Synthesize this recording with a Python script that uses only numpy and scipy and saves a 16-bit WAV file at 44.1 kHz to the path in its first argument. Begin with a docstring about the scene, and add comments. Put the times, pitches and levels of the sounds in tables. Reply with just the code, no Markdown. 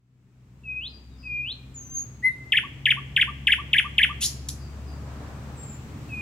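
"""Out among tall weeds, a distant engine rumble, road wash and air hiss fade in and slowly grow.
Close to the microphone come two slurred whistles, a thin high note and a pip, all gliding sines; a small
bird answers far off to the left. Six swooping chirps follow with fizz, then a rough rasp and a tick in hiss.
The road swells once, and a faint falling note and a last slur close the scene, the engine still gathering
speed. A small surface echoes the near calls, and the plants scatter them as decaying noise."""
import sys
import numpy as np
from scipy import signal
from scipy.fft import rfft, irfft, next_fast_len
from scipy.io import wavfile
from scipy.ndimage import uniform_filter1d

SR = 44100
rng = np.random.default_rng(int(sys.argv[2]) if len(sys.argv) > 2 else 0)


def to_wav(s):
    """Save 16-bit WAV."""
    ch = np.atleast_2d(s).T  # columns
    pcm = np.round(np.clip(ch, -1, 1) * 32767)  # PCM
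    wavfile.write(sys.argv[1], SR, pcm.astype(np.int16))


N = 273861
TIME = np.arange(N) / SR
CUTOFF_HZ = 15900
# the rumble's slow rise also carries the weak engine orders
RUMBLE_DB, RUMBLE_DB_PER_S = -50.5, 1.53


def from_db(db):
    """Decibels to gain."""
    return 10 ** (np.asarray(db) / 20)


def rms_one(x):
    """Scale to unit rms."""
    return x / np.sqrt(np.mean(x ** 2) + 1e-20)


def level_in_time(rows):
    """Level in dB at every sample, from rows of time and level."""
    s, db = np.transpose(rows)
    return np.interp(TIME, s, db)


def at_hz(points, hz):
    """Read a spectrum on a log-frequency axis."""
    points_hz, points_db = np.transpose(points)
    return np.interp(np.log(np.maximum(hz, 1)), np.log(points_hz), points_db)


def drift(rate):
    """Random wander with a spread of about 1, with a new target rate times a second."""
    knots = rng.standard_normal(N // 4)
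    # joining the knots by straight lines lowers the spread to sqrt(2/3)
    return np.interp(TIME * rate, np.arange(len(knots)), knots) / np.sqrt(2 / 3)


def noise(spectrum):
    """Stereo noise of a given colour, alike in both channels in the bass; rms 1."""
    # likeness of left and right: f/Hz, correlation (-1 to 1)
    likeness = [(60, 1), (150, 0.96), (300, 0.92), (600, 0.81), (1000, 0.29), (1700, 0.19), (8000, -0.093),
                (16000, -0.18)]
    size = next_fast_len(N)
    hz = np.arange(size // 2 + 1) * SR / size
    mid, side = rfft(rng.standard_normal((2, size)))
    alike = np.clip(at_hz(likeness, hz), -1, 1)
    pair = np.sqrt(1 + alike) * mid + np.sqrt(1 - alike) * side * [[1], [-1]]
    low_skirt = np.minimum(hz / spectrum[0][0], 1) ** 2
    high_skirt = 1 / np.maximum(hz / spectrum[-1][0], 1) ** 4
    colour = low_skirt * high_skirt * from_db(at_hz(spectrum, hz))
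    return rms_one(irfft(pair * colour, size)[:, :N])


def pan(x, left_db):
    """Tilt the level towards the left channel."""
    return x * from_db([[left_db / 2], [-left_db / 2]])


def delayed(x, ms):
    """Delay by any fraction of a sample, as a phase slope across the spectrum."""
    size = next_fast_len(N + SR // 10)
    hz = np.arange(size // 2 + 1) * SR / size
    return irfft(rfft(x, size) * np.exp(-2j * np.pi * hz * ms / 1000), size)[:N]


def growing(start_db, db_per_s):
    """Level in dB of a background layer: a quick fade-in on a slow steady rise."""
    fade_db, fade_s = 20, 0.41
    return start_db + db_per_s * TIME - fade_db * np.exp(-TIME / fade_s)


def envelope(t, attack_s, release_s):
    """Gain that rises from 0.01, holds at 1 and falls to 0.01 at the last of the times t."""
    return np.clip(np.minimum(t / attack_s, (t[-1] - t) / release_s), .01, 1)


def add(out, contour, waver, start=0, gain_db=0, overtone_db=0):
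    """Add one whistled note: a gliding sine with faint overtones that the throat lets through near 10 kHz."""
    # overtones against the fundamental, before overtone_db: f/Hz, level/dB
    overtone_levels = [(2000, -43), (4200, -39), (6500, -52), (8300, -50.5), (10300, -27.5), (12200, -38),
                       (14000, -49.5), (16000, -54)]
    s, hz, db = np.transpose(contour)
    s = start + np.maximum.accumulate(s)
    span = slice(max(int(s[0] * SR), 0), min(int(s[-1] * SR), N))
    t = TIME[span]
    # 88 samples (2 ms) round the corners of the glide
    pitch = uniform_filter1d(np.interp(t, s, hz), size=88) * (1 + waver[span])
    phase = 2 * np.pi * np.cumsum(pitch) / SR
    k = np.arange(2, 9)[:, None]
    overtone_gain = from_db(at_hz(overtone_levels, k * pitch) + overtone_db) * (k * pitch < CUTOFF_HZ)
    tone = np.sin(phase) + (overtone_gain * np.sin(k * phase)).sum(axis=0)
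    release = np.clip((s[-1] - t) / .004, 0, 1)
    out[span] += from_db(gain_db) * np.interp(t, s, from_db(db)) * release * tone


def scatter(x, early_db, early_t60, late_db, late_t60):
    """Stems and leaves scatter a quick dense tail; trees further off add a faint, slow and duller one."""
    # scattering by the plants, more in the treble: f/Hz, level/dB
    scattering = [(1100, -3.5), (1700, 2), (2500, 1), (3600, 0.5), (5000, 8.5), (7000, 6.5), (10500, 4),
                  (15000, 3)]
    t, hz = TIME[:SR], np.arange(SR // 2 + 1)
    tails = 0
    for level_db, t60, top_hz in ((early_db, early_t60, 20000), (late_db, late_t60, 5500)):
        decay = from_db(-60 * t / t60) * (1 - np.exp(-t / 0.0027))
        grains = rng.standard_normal((2, SR)) * decay
        colour = from_db(level_db + at_hz(scattering, hz)) / np.sqrt(1 + (hz / top_hz) ** 4)
        tails = tails + irfft(rfft(rms_one(grains)) * colour, SR) / np.sqrt(SR)
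    return signal.fftconvolve(x[None], tails, axes=1)[:, :N]


def background():
    """Three coloured noises: low rumble, the wash of a road and a thin hiss of air."""
    # colour of the rumble: f/Hz, level/dB (per Hz)
    rumble_colour = [(25, -24.5), (45, -7), (70, -9), (100, 0), (125, 3), (160, -7), (220, -7), (300, -12),
                     (420, -18.5), (700, -42)]
    # colour of the road wash: f/Hz, level/dB (per Hz)
    road_colour = [(250, -2), (450, 2), (700, 1), (1150, -0.5), (1700, -7.5), (2600, -18), (4500, -20),
                   (8000, -24.5)]
    # colour of the air hiss: f/Hz, level/dB (per Hz)
    air_colour = [(1000, 6.5), (2500, 8.5), (3300, 3), (5000, 0), (8000, 1), (9000, -9.5), (11000, -7.5),
                  (15500, -7)]
    # the road swells once, as if something drove by
    pass_at_s, pass_width_s, pass_db = 5.22, 0.45, 7
    passing_db = pass_db * np.exp(-((TIME - pass_at_s) / pass_width_s) ** 2)
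    rumble_level_db = growing(RUMBLE_DB, RUMBLE_DB_PER_S) + .8 * drift(7.8)
    road_level_db = growing(-67, db_per_s=2.5) + passing_db + 1.0 * drift(14)
    rumble = from_db(rumble_level_db) * noise(rumble_colour)
    road = from_db(road_level_db) * noise(road_colour)
    air = from_db(growing(-66, db_per_s=1.96)) * noise(air_colour)
    return pan(rumble, left_db=0.1) + pan(road + air, left_db=1.2)


def engine():
    """A distant exhaust drone gathering speed: two strong harmonics of the firing rate, weak wavering orders."""
    # drone's fundamental: t/s, level/dB
    drone_low = [(0, -80), (.67, -50.5), (1.15, -47), (2.5, -53.5), (3.25, -44), (4.2, -40.5), (5.3, -40),
                 (5.8, -47), (6.21, -47)]
    # drone's second harmonic, before a 3 dB cut: t/s, level/dB
    drone_high = [(0.0, -68), (0.08, -58), (0.66, -51), (1.07, -62.5), (1.45, -44.5), (2.2, -53.5),
                  (2.97, -38.5), (3.7, -44.5), (6.21, -45)]
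    # weaker orders: multiple of the firing rate, level/dB (against the rumble)
    engine_orders = [(1.5, -18), (2.5, -20.5), (3, -12), (4, -16)]
    start_hz, speed_up_hz_per_s = 62.37, 1.63
    firing_hz = start_hz + speed_up_hz_per_s * TIME
    phase = 2 * np.pi * np.cumsum(firing_hz * (1 + .004 * drift(12))) / SR
    first_db = level_in_time(drone_low) + 1.4 * drift(10)
    second_db = level_in_time(drone_high) - 3.0 + 1.2 * drift(14)
    out = from_db(first_db) * np.sin(phase)
    out += from_db(second_db) * np.sin(2 * phase + 0.35 * drift(11))
    rumble_db = growing(RUMBLE_DB, RUMBLE_DB_PER_S)
    for multiple, db in engine_orders:
        order_db = rumble_db + db + 2.84 * drift(5)
        out += from_db(order_db) * np.sin(multiple * phase + 0.82 * drift(8))
    return pan(np.sqrt(2) * out, left_db=2.14)


def far_bird():
    """Thin falling notes from the left, some quavering, with a long scattered tail."""
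    # notes: start t/s, length t/s, from f/Hz, to f/Hz, level/dB (before distance), quaver (share of pitch)
    far_notes = [(.885, .12, 4960, 4590, -48.5, 0.016), (1.099, 0.091, 3940, 3540, -60.5, .015),
                 (1.174, 0.13, 4990, 4630, -52, 0.022), (1.917, .16, 5000, 4490, -63, .003),
                 (2.14, 0.035, 4240, 4060, -63, .003), (2.269, 0.091, 3780, 3690, -57.5, .003),
                 (4.576, .12, 4840, 4700, -52, 0.024), (4.86, 0.1, 5020, 4624, -51.5, 0.015)]
    out, waver = np.zeros(N), drift(500)
    share = np.linspace(0, 1, 5)
    swell_db = 14 * (np.sqrt(np.abs(np.sin(np.pi * share))) - 1)
    for start, length, from_hz, to_hz, db, quaver in far_notes:
        hz = from_hz + share * (to_hz - from_hz)
        add(out, np.transpose([share * length, hz, db + swell_db]), quaver * waver, start)
    tail = scatter(out, early_db=-16, early_t60=0.23, late_db=-13.5, late_t60=1.1)
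    return pan(from_db(-6.2) * out + tail, left_db=9)


def whistles():
    """Clean gliding notes with a slight random waver: slurs, thin note, pip and falling note."""
    # slurs: start of hold t/s, start of rise t/s, pitch ratio of the hold, gain level/dB
    slurs = [(0.636, 0.804, 1.0, -2), (1.231, 1.451, 0.97, 1), (6.09, 6.303, 0.98, 0.5)]
    # a slur's hold, before ratio and gain: share of the hold (0-1), f/Hz, level/dB
    hold_contour = [(0, 2760, -52), (.08, 2630, -44), (.3, 2524, -31.5), (.68, 2490, -29),
                    (0.942, 2533, -30.5)]
    # a slur's closing rise, before gain: t/s (from its start), f/Hz, level/dB
    rise_contour = [(0, 2576, -34), (.028, 3030, -31), (.05, 3470, -31.5), (.07, 4060, -32),
                    (.082, 4300, -44), (.09, 4260, -58)]
    # thin high note that sags, then lifts and swells: t/s, f/Hz, level/dB
    thin = [(1.742, 7400, -54), (1.765, 6940, -39), (1.79, 6600, -40.5), (1.85, 6174, -48),
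            (1.934, 6335, -38), (1.966, 6450, -27.5), (2.005, 6614, -28.5), (2.035, 6460, -46)]
    # pip: t/s, f/Hz, level/dB
    pip = [(2.225, 1820, -57), (2.234, 1973, -31.5), (2.248, 2036, -17.5), (2.27, 2067, -13.5),
           (2.283, 2067, -14.5), (2.29, 2015, -24.5), (2.297, 1840, -50)]
    # faint falling note: t/s, f/Hz, level/dB
    fall = [(5.56, 7836, -67), (5.596, 7545, -45), (5.681, 7384, -44.5), (5.754, 7240, -46),
            (5.77, 7270, -67)]
    out, waver = np.zeros(N), 0.0019 * drift(120)
    for hold_s, rise_s, ratio, db in slurs:
        hold = np.array(hold_contour) * [rise_s - hold_s, ratio, 1] + [hold_s, 0, 0]
        rise = np.array(rise_contour) + [rise_s, 0, 0]
        add(out, np.vstack([hold, rise]), waver, gain_db=db, overtone_db=-29)
    add(out, thin, waver, overtone_db=23)
    add(out, pip, waver / 2, overtone_db=-1.0)
    add(out, fall, waver, overtone_db=35)
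    return out


def stroke(t, hz, attack_s):
    """Contour of a chirp's stroke: its loudness follows pitch as it sweeps through the throat's resonance."""
    # throat resonance, before attack and gain: f/Hz, level/dB
    throat = [(1200, -34), (1435, -26), (1700, -19.5), (2250, -12.5), (3100, -8), (3700, -11.5)]
    attack_db = 20 * np.log10(np.clip(t / attack_s, .01, 1))
    return np.transpose([t, hz, at_hz(throat, hz) + attack_db])


def scoop(bottom_ratio):
    """A U-shaped glide: steep dive, round bottom, and a climb part of the way back."""
    top_hz, bottom_hz, end_hz = 3565, 1610 * bottom_ratio, 2503
    dive_s, climb_s = .0212, .0215
    t = np.linspace(0, dive_s + climb_s, 64)
    dive = np.maximum(1 - t / dive_s, 0) ** 1.75
    climb = np.maximum((t - dive_s) / climb_s, 0) ** 1.6
    hz = bottom_hz + (top_hz - bottom_hz) * dive + (end_hz - bottom_hz) * climb
    return stroke(t, hz, attack_s=.0018)


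def swoop():
    """One fast, almost straight fall that eases a little at the end."""
    top_hz, end_hz, length_s = 3747, 1195, .0265
    share = np.linspace(0, 1, 64)
    hz = end_hz + (top_hz - end_hz) * (1 - share) ** 1.12
    return stroke(share * length_s, hz, attack_s=0.0053)


def chirps():
    """Each chirp is a U-shaped scoop, a loud downward swoop and a soft low hoot; the loud strokes fizz."""
    # chirps: scoop t/s, swoop t/s, pitch ratio at the scoop's bottom, gain level/dB, brightness level/dB,
    # hoot pitch ratio, hoot gain level/dB
    chirp_rows = [(2.5208, 2.5676, 1.054, -1.9, -0.5, .97, -4),
                  (2.8552, 2.903, 1.04, -1.44, -0.5, 0.98, -1.5), (3.1629, 3.21, 0.96, -1, 0, 1.004, 1),
                  (3.4696, 3.5177, .99, -0.5, 1.5, 0.99, 0), (3.731, 3.7795, 1.0, -0.6, 2, 1, 0.5),
                  (3.9807, 4.0282, 1.02, 0, 1, 1.007, 0.5)]
    # soft hoot, before ratio and gain: t/s (from its start), f/Hz, level/dB
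    hoot = [(0, 850, -66), (.008, 1062, -38.5), (0.016, 1172, -31.5), (0.025, 1195, -31), (.034, 1110, -45),
            (0.042, 925, -51)]
    # breathy fizz colour: f/Hz, level/dB (per Hz)
    fizz_colour = [(4000, -10.5), (6500, -6.5), (8300, -10), (9400, 2.5), (10300, 4.5), (11200, -25),
                   (12200, -12), (13500, -20.5), (15500, -25)]
    hoot_after_s = .0605  # from the start of the swoop
    out, waver = np.zeros(N), 0.0061 * drift(1500)
    fizz_db = np.zeros(N)
    for scoop_s, swoop_s, bottom, gain_db, bright_db, hoot_ratio, hoot_db in chirp_rows:
        hoot_contour = np.array(hoot) * [1, hoot_ratio, 1]
        add(out, scoop(bottom), waver, scoop_s, gain_db - 0.5, overtone_db=bright_db)
        add(out, swoop(), waver, swoop_s, gain_db, overtone_db=bright_db - 0.5)
        add(out, hoot_contour, waver, swoop_s + hoot_after_s, hoot_db, overtone_db=-7)
        fizz_db[TIME >= scoop_s] = bright_db
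    strength = np.abs(signal.hilbert(out, next_fast_len(N)))[:N]
    # the power above 1 favours the loud strokes
    fizz = from_db(fizz_db - 31.5) * strength ** 1.37 * rms_one(noise(fizz_colour)[0])
    return out + fizz


def harsh_notes():
    """Two rough voices climb at once as the rasp, one very fast downward flick is the tick; both carry hiss."""
    # rasp voices, climbing ever faster, then holding: start f/Hz, top f/Hz, climb t/s,
    # curve (power of time), level/dB, attack t/s, overtones level/dB
    rasp_voices = [(2550, 5600, .06, 2.3, -27.5, .034, 25), (3050, 7140, .054, 1.9, -27.5, .034, 21)]
    # tick: t/s, f/Hz, level/dB
    tick = [(4.486, 8980, -47), (4.488, 6876, -26.5), (4.49, 4470, -28), (4.4916, 3400, -27.5),
            (4.494, 2800, -58)]
    # hiss colour of rasp and tick: f/Hz, level/dB (per Hz)
    harsh_colour = [(1800, -20), (2700, -16), (3600, -6), (5000, -7), (6800, 0), (7800, -8), (10800, 1.5),
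                    (12200, -7.5), (14300, -10), (15200, -30)]
    rasp_start_s, rasp_s, release_s = 4.205, 0.067, .008
    roughness = .011  # share of the pitch
    out = np.zeros(N)
    t = np.linspace(0, rasp_s, 64)
    for start_hz, top_hz, climb_s, curve, db, attack_s, overtone_db in rasp_voices:
        hz = start_hz + (top_hz - start_hz) * np.minimum(t / climb_s, 1) ** curve
        swell_db = 20 * np.log10(envelope(t, attack_s, release_s))
        contour = np.transpose([t, hz, swell_db])
        add(out, contour, roughness * drift(1500), rasp_start_s, db, overtone_db)
    add(out, tick, 0.027 * drift(1500), overtone_db=5)
    hiss_swell = envelope(t, .018, release_s)
    rasp_hiss = from_db(-26.5) * np.interp(TIME, rasp_start_s + t, hiss_swell, left=0, right=0)
    tick_s, _, tick_db = np.transpose(tick)
    tick_hiss = np.interp(TIME, tick_s, from_db(tick_db - 1.5), left=0, right=0)
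    return out + (rasp_hiss + tick_hiss) * rms_one(noise(harsh_colour)[0])


def garden(calls):
    """The calls reach the left microphone first, echo once off a small surface and scatter in the plants."""
    lag_ms, echo_ms = 0.036, 10
    direct = pan(np.array([calls, delayed(calls, lag_ms)]), left_db=1.5)
    # a small rough surface returns only a middle band: long waves pass round it, short ones scatter
    middle_band = signal.butter(2, [2330, 4600], "band", fs=SR, output="sos")
    returned = signal.sosfilt(middle_band, calls)
    echo_pair = np.array([delayed(returned, echo_ms), delayed(returned, echo_ms + lag_ms)])
    echo = from_db(-8) * pan(echo_pair, left_db=3.5)
    tail = scatter(calls, early_db=-9.5, early_t60=0.23, late_db=-18, late_t60=0.79)
    return direct + echo + pan(tail, left_db=1.0)


def scene():
    """Near calls in the garden over the far sounds."""
    far = background() + engine() + far_bird()
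    calls = whistles() + chirps() + harsh_notes()
    return far + garden(calls)


def record(dry):
    """A steep low-pass cuts the top."""
    lowpass = signal.firwin(511, CUTOFF_HZ, fs=SR)
    return signal.fftconvolve(dry, lowpass[None], mode="same", axes=1)


dry = scene()
out = record(dry)
to_wav(out)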